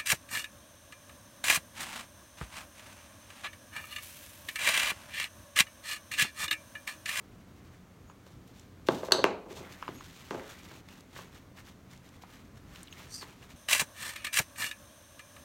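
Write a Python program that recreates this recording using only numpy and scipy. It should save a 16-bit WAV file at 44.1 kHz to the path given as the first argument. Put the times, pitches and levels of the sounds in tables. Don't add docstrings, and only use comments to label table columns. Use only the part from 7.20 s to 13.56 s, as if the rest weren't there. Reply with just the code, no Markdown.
import sys
import numpy as np
from scipy import signal
from scipy.fft import rfft, irfft
from scipy.io import wavfile
from scipy.ndimage import uniform_filter1d

SR = 44100
rng = np.random.default_rng(int(sys.argv[2]) if len(sys.argv) > 2 else 0)


def pcm_store(signal):
    levels = np.round(np.clip(np.atleast_2d(signal), -1, 1) * 32767)
    wavfile.write(sys.argv[1], SR, levels.astype(np.int16).T)


N = 280476
TIME_S = np.arange(N) / SR

# freq_hz, density_db
AIR_SPECTRUM = [(15, -40), (25, -5.5), (105, -3), (277, -9), (677, -18.5), (911, -21.5), (1040, -19.5),
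                (1230, -20.5), (1940, -26), (2160, -25.5), (2610, -29), (2990, -30), (4100, -32),
                (5000, -34.5), (6300, -32.5), (7710, -37), (14400, -40.5), (16000, -39)]
# freq_hz, width_hz, level_db
MACHINE_DRONE = [(86, 9, -65), (128.4, 8.8, -68.5), (184, 25, -64.5), (270.6, 64, -66.5)]
# start_s, length_s, pitch_hz, level_db
HIGH_CHIRPS = [(.865, 0.062, 6700, -68), (2.72, 0.063, 11500, -66), (2.74, 0.085, 6580, -60.5),
               (5.708, 0.033, 6460, -58)]

# peak_s, length_s, level_db
SHORT_RUSTLES = [(1.07, 0.046, -60.5), (1.12, 0.074, -64), (1.288, .06, -65), (1.385, 0.15, -62),
                 (1.674, 0.021, -47.5), (1.745, 0.13, -47), (1.856, 0.061, -49.5), (2.525, 0.032, -51),
                 (3.30, 0.074, -49.5), (5.73, 0.037, -65)]
# time_s, hiss_db, body_db
TISSUE_WADDING = [(2.284, -74, -66), (2.305, -54.5, -53), (2.38, -53, -62), (2.45, -62.5, -53.5),
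                  (2.74, -60.5, -58.5), (2.93, -56, -59), (3.24, -60.5, -55.5), (3.30, -58, -51.5),
                  (3.36, -59.5, -56.5), (3.571, -57.5, -57.5), (3.615, -66, -64)]
# peak_s, length_s, level_db
TISSUE_DABS = [(3.72, 0.16, -59), (3.98, 0.15, -53.5), (4.155, 0.095, -57), (4.385, 0.058, -53),
               (4.478, 0.075, -56.5), (4.73, 0.093, -59), (4.86, 0.089, -62), (4.945, 0.059, -61),
               (5.024, 0.026, -57), (5.135, 0.22, -60.5), (5.372, .05, -63), (5.56, 0.26, -57.5),
               (5.80, 0.22, -54), (5.95, 0.14, -59.5), (6.025, 0.044, -48.5), (6.08, 0.19, -59.5),
               (6.235, 0.079, -57.5), (6.308, 0.074, -58.5)]
# freq_hz, density_db
RUB_HISS_SPECTRUM = [(1500, -24.5), (2500, -6.5), (3500, -3), (4200, -5), (5000, -8.5), (5900, -7),
                     (6800, -8), (9000, -15), (12000, -16.5), (16000, -19)]
# freq_hz, density_db
RUB_BODY_SPECTRUM = [(250, -18.5), (600, 0.5), (1200, 4), (2100, -0.5), (3000, -2), (4500, -17)]
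# start_s, level_db, pitch_hz, width_hz
TISSUE_SNAPS = [(1.0654, -59, 4000, 9100), (1.2756, -55.5, 6000, 9000), (1.396, -50, 5040, 7000),
                (3.6870, -43, 2400, 3500), (3.807, -51.5, 5010, 9000), (4.712, -54, 4500, 6000),
                (4.776, -54, 4000, 6000), (4.8900, -52.5, 5500, 8000), (5.022, -52, 3200, 4000),
                (5.102, -55, 3500, 5000), (5.376, -54, 4500, 5000), (5.5587, -42, 2930, 4000),
                (5.631, -39, 8460, 3000), (5.6733, -47, 3300, 1500), (5.6817, -45, 3300, 1500),
                (5.726, -38, 2930, 1000), (5.9860, -49, 2700, 700), (6.2273, -46, 2750, 600)]
# time_s, scrape_db, tone_db, pitch_hz, upper_hz
SQUEAK_GLIDE = [(5.87, -68, -75, 4600, 5600), (5.915, -49, -58, 4560, 5700), (5.924, -46, -44, 4500, 5700),
                (5.937, -44, -45, 4750, 5750), (5.948, -38, -36.5, 4900, 6100),
                (5.962, -42, -37, 4900, 5950), (5.969, -44, -46, 4950, 5850), (5.992, -46, -47, 4800, 5600),
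                (6.006, -47, -49, 4560, 5250), (6.019, -52, -38, 4420, 5200), (6.03, -55, -54, 4400, 5200),
                (6.06, -72, -72, 4380, 5200)]
# freq_hz, width_hz, level_db
SQUEAK_RESONANCES = [(4450, 260, -12), (5600, 1200, -13), (6200, 300, -12), (7100, 1700, -11),
                     (8000, 900, -14), (8630, 400, -10), (9700, 980, -16.5), (12230, 2500, -17)]

# start_s, level_db, pitch_ratio
HANDLE_TAPS = [(0.8985, -43.5, 0.95), (2.6257, -29, 0.98), (2.6794, -27.5, 0.93), (2.8083, -38.5, 1.04),
               (5.036, -39, 0.76)]
# freq_hz, level_db, t60_s
HANDLE_MODES = [(1026, 2, 0.016), (1340, -2, .02), (1680, -6, .012), (2400, -13, .008),
                (2980, -3.5, 0.0072), (5300, -7, .003)]
# freq_hz, density_db
CLINK_SPECTRUM = [(1500, -44.5), (2300, -31), (2800, -8), (3300, -9), (3900, 2), (4500, 1.5), (5200, -19),
                  (6200, -6.5), (7000, -19), (7900, -12.5), (8800, -28.5), (10200, -15.5), (13400, -33.5),
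                  (16000, -31)]
# freq_hz, level_db, t60_s
POT_MODES = [(2640, -22, 0.26), (2982, -17, 0.26), (3520, -19, 0.21), (3770, -11, .22), (3900, 0, 0.12),
             (3870, -12.5, 0.2), (4200, -12, .28), (4314, -8, .3), (4373, -12.5, 0.273), (4470, -7, .25),
             (4520, -9.5, .28), (4730, -10, .22), (5276, -19.5, .25), (6120, -7, 0.14), (6218, -15, 0.24),
             (6540, -18.5, 0.12), (7400, -25.5, .2), (7960, -18.5, 0.25), (9020, -24, 0.16),
             (10200, -21, .12), (12240, -25.5, .14), (15400, -28, .1)]

# start_s, force_db, contact_ms, bass_db, rattle_db, t60_ratio, tool_hz, tool_db
TABLE_BLOWS = [(1.0652, -54, .2, 0, -7, 1.1, 520, 9), (1.6864, -12, 0.42, 4.5, -4.5, 1.22, 3800, 9),
               (1.832, -25, 0.82, -34, -3, 1.4, 560, 8), (1.8420, -30, 0.94, -22, -5, 0.92, 950, 10),
               (1.8846, -22, 1, -24, -2, 1, 597, 5.5), (1.9099, -26, 0.43, -15, 3.5, 0.84, 1400, 1),
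               (1.9203, -14, 0.26, -3, -6, 0.76, 1530, 6), (1.9362, -28, 0.27, -8, 1, 0.54, 1700, 1),
               (1.9470, -23, 0.59, 2, -1, 0.93, 650, 4), (1.9842, -26, 0.56, -10, -3, 0.85, 500, 6),
               (1.9912, -23.5, 0.48, -3, -3, 0.97, 500, 7.5), (2.0413, -4.5, 0.32, -4, -10, 0.57, 2490, 9),
               (2.0512, -23, 0.36, -6, -0.5, 1.2, 426, 9.5), (2.2610, -37.5, 1.24, 2, 7.5, 1, 450, 1.5),
               (2.3070, -37.5, 1, -4, 6.5, 1, 400, 5), (2.3660, -47.5, 0.098, 0, 11.5, 0.93, 130, 13),
               (2.4050, -41, 0.7, 5, 5, 0.85, 600, 7), (2.6877, -35.5, 0.27, 15, -3, 0.99, 317, 5),
               (3.1083, -24.5, 0.22, 3, -2, 0.64, 235, 7), (3.1460, -22.5, 0.62, 8, -10.5, 0.52, 654, 7),
               (3.1551, -34, 0.35, 11, -1, 0.57, 500, 3.5), (3.1964, -39.5, .2, 8, -1, 0.65, 1910, 12),
               (3.5130, -42.5, 0.26, 15, 0.5, 0.61, 1700, 6), (3.9624, -42.5, 0.12, -16, -5, 1.1, 2000, 7),
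               (3.9896, -37.5, 0.27, -17, -6, 0.92, 1096, 6), (6.0270, -38, .2, -3.5, -6.5, 0.65, 980, 8.5)]
# freq_hz, level_db, t60_s
TABLE_MODES = [(127.8, -31.5, 0.28), (277, -7.5, 0.028), (365, -1.5, 0.039), (526, -1, 0.024),
               (660, -5, 0.024), (878, -5.5, 0.026), (1140, -4, 0.029), (1556, -2.5, 0.02),
               (2070, -5.5, 0.014), (2750, -3, 0.01185), (3550, -2.5, 0.007), (4400, -5.5, 0.009),
               (6300, -11.5, 0.016), (8620, -10, 0.0026), (11960, -19, 0.0023)]
# freq_hz, density_db, t60_s
RATTLE_BANDS = [(30.4, -41.5, .5), (69.4, -35, 0.34), (151, -16, 1), (250, -5.5, 0.55), (450, -6, 0.55),
                (745, -6, 0.44), (1060, -8, 0.47), (1482, -10.5, 0.36), (1995, -15, 0.34), (2700, -16, .38),
                (3980, -19, 0.34), (7000, -12.5, 0.23), (15040, -31.5, 0.11)]
# freq_hz, level_db, t60_s
BOARD_MODES = [(297, -15.5, 0.39), (365.7, -8, 0.33), (426, -13.5, .5), (469, -11, .38), (525, -10, .4),
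               (634, -13, 0.39), (739, -16, .27), (850, -13.5, 0.29), (970, -17, .43), (1140, -12.5, .3),
               (1360, -17.5, .4), (1580, -18.5, 0.36)]


def amp(db):
    return np.exp(np.asarray(db) * (np.log(10) / 20))


def unit(x):
    return x / np.sqrt(np.mean(x ** 2) + 1e-20)


def lookup(table, hz, column=1):
    columns = np.transpose(table)
    return np.interp(np.log(hz + 1), np.log(columns[0] + 1), columns[column])


def add(mix, start_s, sound):
    part = mix[round(start_s * SR):][:len(sound)]
    part += sound[:len(part)]


def colour(x, spectrum):
    gain = amp(lookup(spectrum, np.fft.rfftfreq(len(x), 1 / SR)))
    return unit(irfft(rfft(x) * gain, len(x)))


def click(spectrum, size=1024):
    log_gain = np.log(amp(lookup(spectrum, abs(np.fft.fftfreq(size, 1 / SR)))))
    pulse = np.fft.ifft(np.exp(np.conj(signal.hilbert(log_gain)))).real
    return pulse / abs(pulse).max()


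def resonate(x, hz, width_hz):
    carrier = np.exp(2j * np.pi * np.cumsum(hz * np.ones(len(x))) / SR)
    pole = np.exp(-np.pi * width_hz / SR)
    baseband = signal.lfilter([(1 - pole) ** 2], [1, -2 * pole, pole * pole], x / carrier)
    return 2 * (carrier * baseband).real


def narrow_noise(hz, width_hz, size):
    return unit(resonate(rng.standard_normal(size), hz, width_hz))


def wander(rate_hz, size=N):
    rolloff = 1 + (np.fft.rfftfreq(size, 1 / SR) / rate_hz) ** 4
    return unit(irfft(rfft(rng.standard_normal(size)) / rolloff, size))


def echo_tail(spectrum, decays, rise_s, size=16384):
    noise = colour(rng.choice([-1., 1.], size), spectrum)
    hz, t, bands = signal.stft(noise, SR, nperseg=512)
    t60_s = lookup(decays, hz, column=-1)[:, None]
    echoes = signal.istft(bands * amp(-60 * t / t60_s), SR, nperseg=512)[1][:size]
    return echoes * (1 - np.exp(-(np.arange(size) / SR / rise_s) ** 2))


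def outdoors(air_db=-55.5, swell_db=1.8, rumble_below_hz=350):
    air = amp(air_db) * colour(rng.standard_normal(N), AIR_SPECTRUM)
    rumble = irfft(rfft(air) / (1 + (np.fft.rfftfreq(N, 1 / SR) / rumble_below_hz) ** 4), N)
    swell = amp(swell_db * wander(rate_hz=8))
    drone = sum(amp(db) * narrow_noise(hz, width_hz, N) for hz, width_hz, db in MACHINE_DRONE)
    return air + rumble * (swell - 1) + drone


def chirps(width_hz=350):
    out, t = np.zeros(N), np.arange(SR // 4) / SR
    for start_s, length_s, hz, db in HIGH_CHIRPS:
        envelope = np.sin(np.pi * np.minimum(t / length_s, 1))
        add(out, start_s, amp(db) * envelope * narrow_noise(hz, width_hz, len(t)))
    return out


def brush_strokes(count=7, first_s=0.045, period_s=0.0828, length_s=0.075, first_db=-72, step_db=1):
    return [(first_s + k * period_s, length_s, first_db + k * step_db) for k in range(count)]


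def rub_power(rubs, rise_share=0.39, edge_db=12, roundness=1.34):
    power = np.zeros(N)
    for peak_s, length_s, db in rubs:
        near = abs(TIME_S - peak_s) < 2 * length_s
        offset = (TIME_S[near] - peak_s) / length_s
        distance = np.maximum(-offset / rise_share, offset / (1 - rise_share))
        power[near] += amp(db - edge_db * distance ** roundness) ** 2
    return power


def crinkle(centre_hz=2000, width_hz=800, drift_octaves=0.19, folds_per_s=500, spread_db=2.5):
    folds = rng.choice([-1., 1.], N) * (rng.random(N) < folds_per_s / SR)
    folds *= amp(spread_db * np.minimum(rng.exponential(1, N), 4))
    pitch_hz = centre_hz * 2 ** (drift_octaves * wander(rate_hz=9))
    return unit(resonate(folds, pitch_hz, width_hz))


def rubbing(hiss_db=-1, body_db=-3, crinkle_db=-7, spread_db=1.5, clump_db=1.25, slips_per_s=4000):
    times_s, *levels_db = np.transpose(TISSUE_WADDING)
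    hiss_power, body_power = (amp(np.interp(TIME_S, times_s, db, left=-np.inf, right=-np.inf)) ** 2
                              for db in levels_db)
    for rubs, body_over_hiss_db in [(brush_strokes(), 3), (SHORT_RUSTLES, -5), (TISSUE_DABS, 2)]:
        power = rub_power(rubs)
        hiss_power += power
        body_power += power * amp(body_over_hiss_db) ** 2
    clumps = amp(clump_db * wander(rate_hz=35))
    out = np.zeros(N)
    for spectrum, power, db in [(RUB_HISS_SPECTRUM, hiss_power, hiss_db),
                                (RUB_BODY_SPECTRUM, body_power, body_db)]:
        slips = rng.standard_normal(N) * (rng.random(N) < slips_per_s / SR)
        slips *= clumps * amp(spread_db * np.minimum(rng.exponential(1, N), 5))
        out += amp(db) * np.sqrt(power) * colour(slips, spectrum)
    return out + amp(crinkle_db) * np.sqrt(body_power) * crinkle()


def tissue_ticks(spray_db=-15, decay_s=0.0023):
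    out, t = np.zeros(N), np.arange(4096) / SR
    for start_s, db, hz, width_hz in TISSUE_SNAPS:
        noise = rng.standard_normal(len(t))
        puff = unit(resonate(noise, hz, width_hz)) + amp(spray_db) * noise
        add(out, start_s, amp(db) * np.exp(-t / decay_s) * puff)
    return out


def squeak(width_hz=280, lower_db=-6, upper_db=-10, rings_db=-2, rasp_db=2, jitter_hz=90):
    times_s, *columns = np.transpose(SQUEAK_GLIDE)
    out, size = np.zeros(N), SR // 4
    t = times_s[0] + np.arange(size) / SR
    scrape_db, tone_db, pitch_hz, upper_hz = (np.interp(t, times_s, column) for column in columns)
    pitch_hz += jitter_hz * wander(rate_hz=250, size=size)
    lower = amp(lower_db + tone_db) * narrow_noise(pitch_hz, width_hz, size)
    rings = sum(amp(db) * narrow_noise(hz, band_hz, size) for hz, band_hz, db in SQUEAK_RESONANCES)
    upper = amp(upper_db) * narrow_noise(upper_hz, width_hz, size)
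    scrape = amp(scrape_db) * (amp(rings_db) * rings + upper)
    rasp = unit(amp(rasp_db * wander(rate_hz=180, size=size)))
    add(out, times_s[0], (t < times_s[-1]) * rasp * (lower + scrape))
    return out


def handle_taps(attack_s=0.00029, echo_db=-18, echo_t60_s=0.18):
    out, t = np.zeros(N), np.arange(4096) / SR
    echo_spectrum = [(500, -10), (1100, 3), (3000, -9), (9000, -33)]  # freq_hz, density_db
    for start_s, tap_db, pitch_ratio in HANDLE_TAPS:
        ring = sum((-1) ** k * amp(db - 60 * t / t60_s) * np.sin(2 * np.pi * pitch_ratio * hz * t)
                   for k, (hz, db, t60_s) in enumerate(HANDLE_MODES))
        add(out, start_s, amp(tap_db) * ring * (1 - np.exp(-t / attack_s)))
        echo = echo_tail(echo_spectrum, [(1000, echo_t60_s)], rise_s=0.0019)
        add(out, start_s, amp(tap_db + echo_db) * echo)
    return out


def pot_clink(start_s=1.9207, bounces=6, gap_s=0.0007, loss_db=2,
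              crack_db=-5, ring_db=-26, echo_db=-31, wobble_hz=12):
    out, t = np.zeros(N), np.arange(SR // 2) / SR
    for k in range(bounces):
        bounce_s = start_s + gap_s * (k + 0.5 * rng.random())
        add(out, bounce_s, amp(crack_db - loss_db * k) * click(CLINK_SPECTRUM))
    for hz, db, t60_s in POT_MODES:
        detune_hz = wobble_hz * unit(uniform_filter1d(rng.standard_normal(len(t)), size=400))
        cycles = np.cumsum(hz + detune_hz) / SR + rng.random()
        add(out, start_s, amp(ring_db + db - 60 * t / t60_s) * np.sin(2 * np.pi * cycles))
    echo = echo_tail(CLINK_SPECTRUM, decays=[(4500, 0.42), (10000, 0.26)], rise_s=0.0041)
    add(out, start_s, amp(echo_db) * echo)
    return out


def blow_db(hz, force_db, contact_ms, bass_db, tool_hz, tool_db,
            slope_db_per_octave=9, bass_below_hz=293, tool_width_octaves=0.32):
    corner_hz = 500 / contact_ms
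    softness_db = slope_db_per_octave * np.log2(np.hypot(1, hz / corner_hz))
    weight_db = bass_db / (1 + (hz / bass_below_hz) ** 4)
    near_tool = np.exp(-(np.log2((hz + 1) / tool_hz) / tool_width_octaves) ** 2)
    return force_db - softness_db + weight_db + tool_db * near_tool


def table_knocks(after_db=-10, boards_db=-1, snap_db=-11, snap_below_ms=0.57,
                 attack_s=0.0001, rise_s=0.0022, low_cut_hz=85):
    out = np.zeros(N)
    snap = click(spectrum=[(1500, -32.5), (5000, 3.5), (9000, -8), (16000, -10.5)])
    response = echo_tail(RATTLE_BANDS, RATTLE_BANDS, rise_s)
    t = np.arange(len(response)) / SR
    bins_hz = np.fft.rfftfreq(len(t), 1 / SR)
    for start_s, force_db, contact_ms, bass_db, rattle_db, t60_ratio, tool_hz, tool_db in TABLE_BLOWS:
        blow = force_db, contact_ms, bass_db, tool_hz, tool_db
        rattle = irfft(rfft(response) * amp(blow_db(bins_hz, *blow)))
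        boards = sum(amp(db + blow_db(hz, *blow) - 60 * t / t60_s)
                     * np.sin(2 * np.pi * (hz * t + rng.random())) for hz, db, t60_s in BOARD_MODES)
        rattle += amp(boards_db) * boards * (1 - np.exp(-t / rise_s))
        ring = sum((-1) ** k * amp(db + blow_db(hz, *blow) - 60 * t / (t60_s * t60_ratio))
                   * np.sin(2 * np.pi * hz * t) for k, (hz, db, t60_s) in enumerate(TABLE_MODES))
        add(out, start_s, ring * (1 - np.exp(-t / attack_s)) + amp(after_db + rattle_db) * rattle)
        hardness = 1 / (1 + (contact_ms / snap_below_ms) ** 6)
        add(out, start_s, amp(snap_db + force_db) * hardness * snap)
    return signal.sosfilt(signal.butter(2, low_cut_hz, "high", fs=SR, output="sos"), out)


def scene():
    impacts = table_knocks() + handle_taps() + pot_clink()
    friction = rubbing() + tissue_ticks() + squeak()
    return (impacts + friction + chirps() + outdoors())[None]


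def record(dry, notch_hz=10600, notch_width_hz=600, notch_db=-3,
           low_cut_hz=34, ceiling=0.75, high_cut_hz=16000):
    hz = np.fft.rfftfreq(N, 1 / SR)
    notch = amp(notch_db * np.exp(-((hz - notch_hz) / notch_width_hz) ** 2))
    heard = irfft(rfft(dry) * notch, N)
    heard = signal.sosfilt(signal.butter(3, low_cut_hz, "high", fs=SR, output="sos"), heard)
    heard = ceiling * np.tanh(heard / ceiling)
    lowpass = signal.firwin(511, high_cut_hz, window=("kaiser", 9), fs=SR)
    return signal.oaconvolve(heard, lowpass[None], "same")


dry = scene()
out = record(dry)
pcm_store(out)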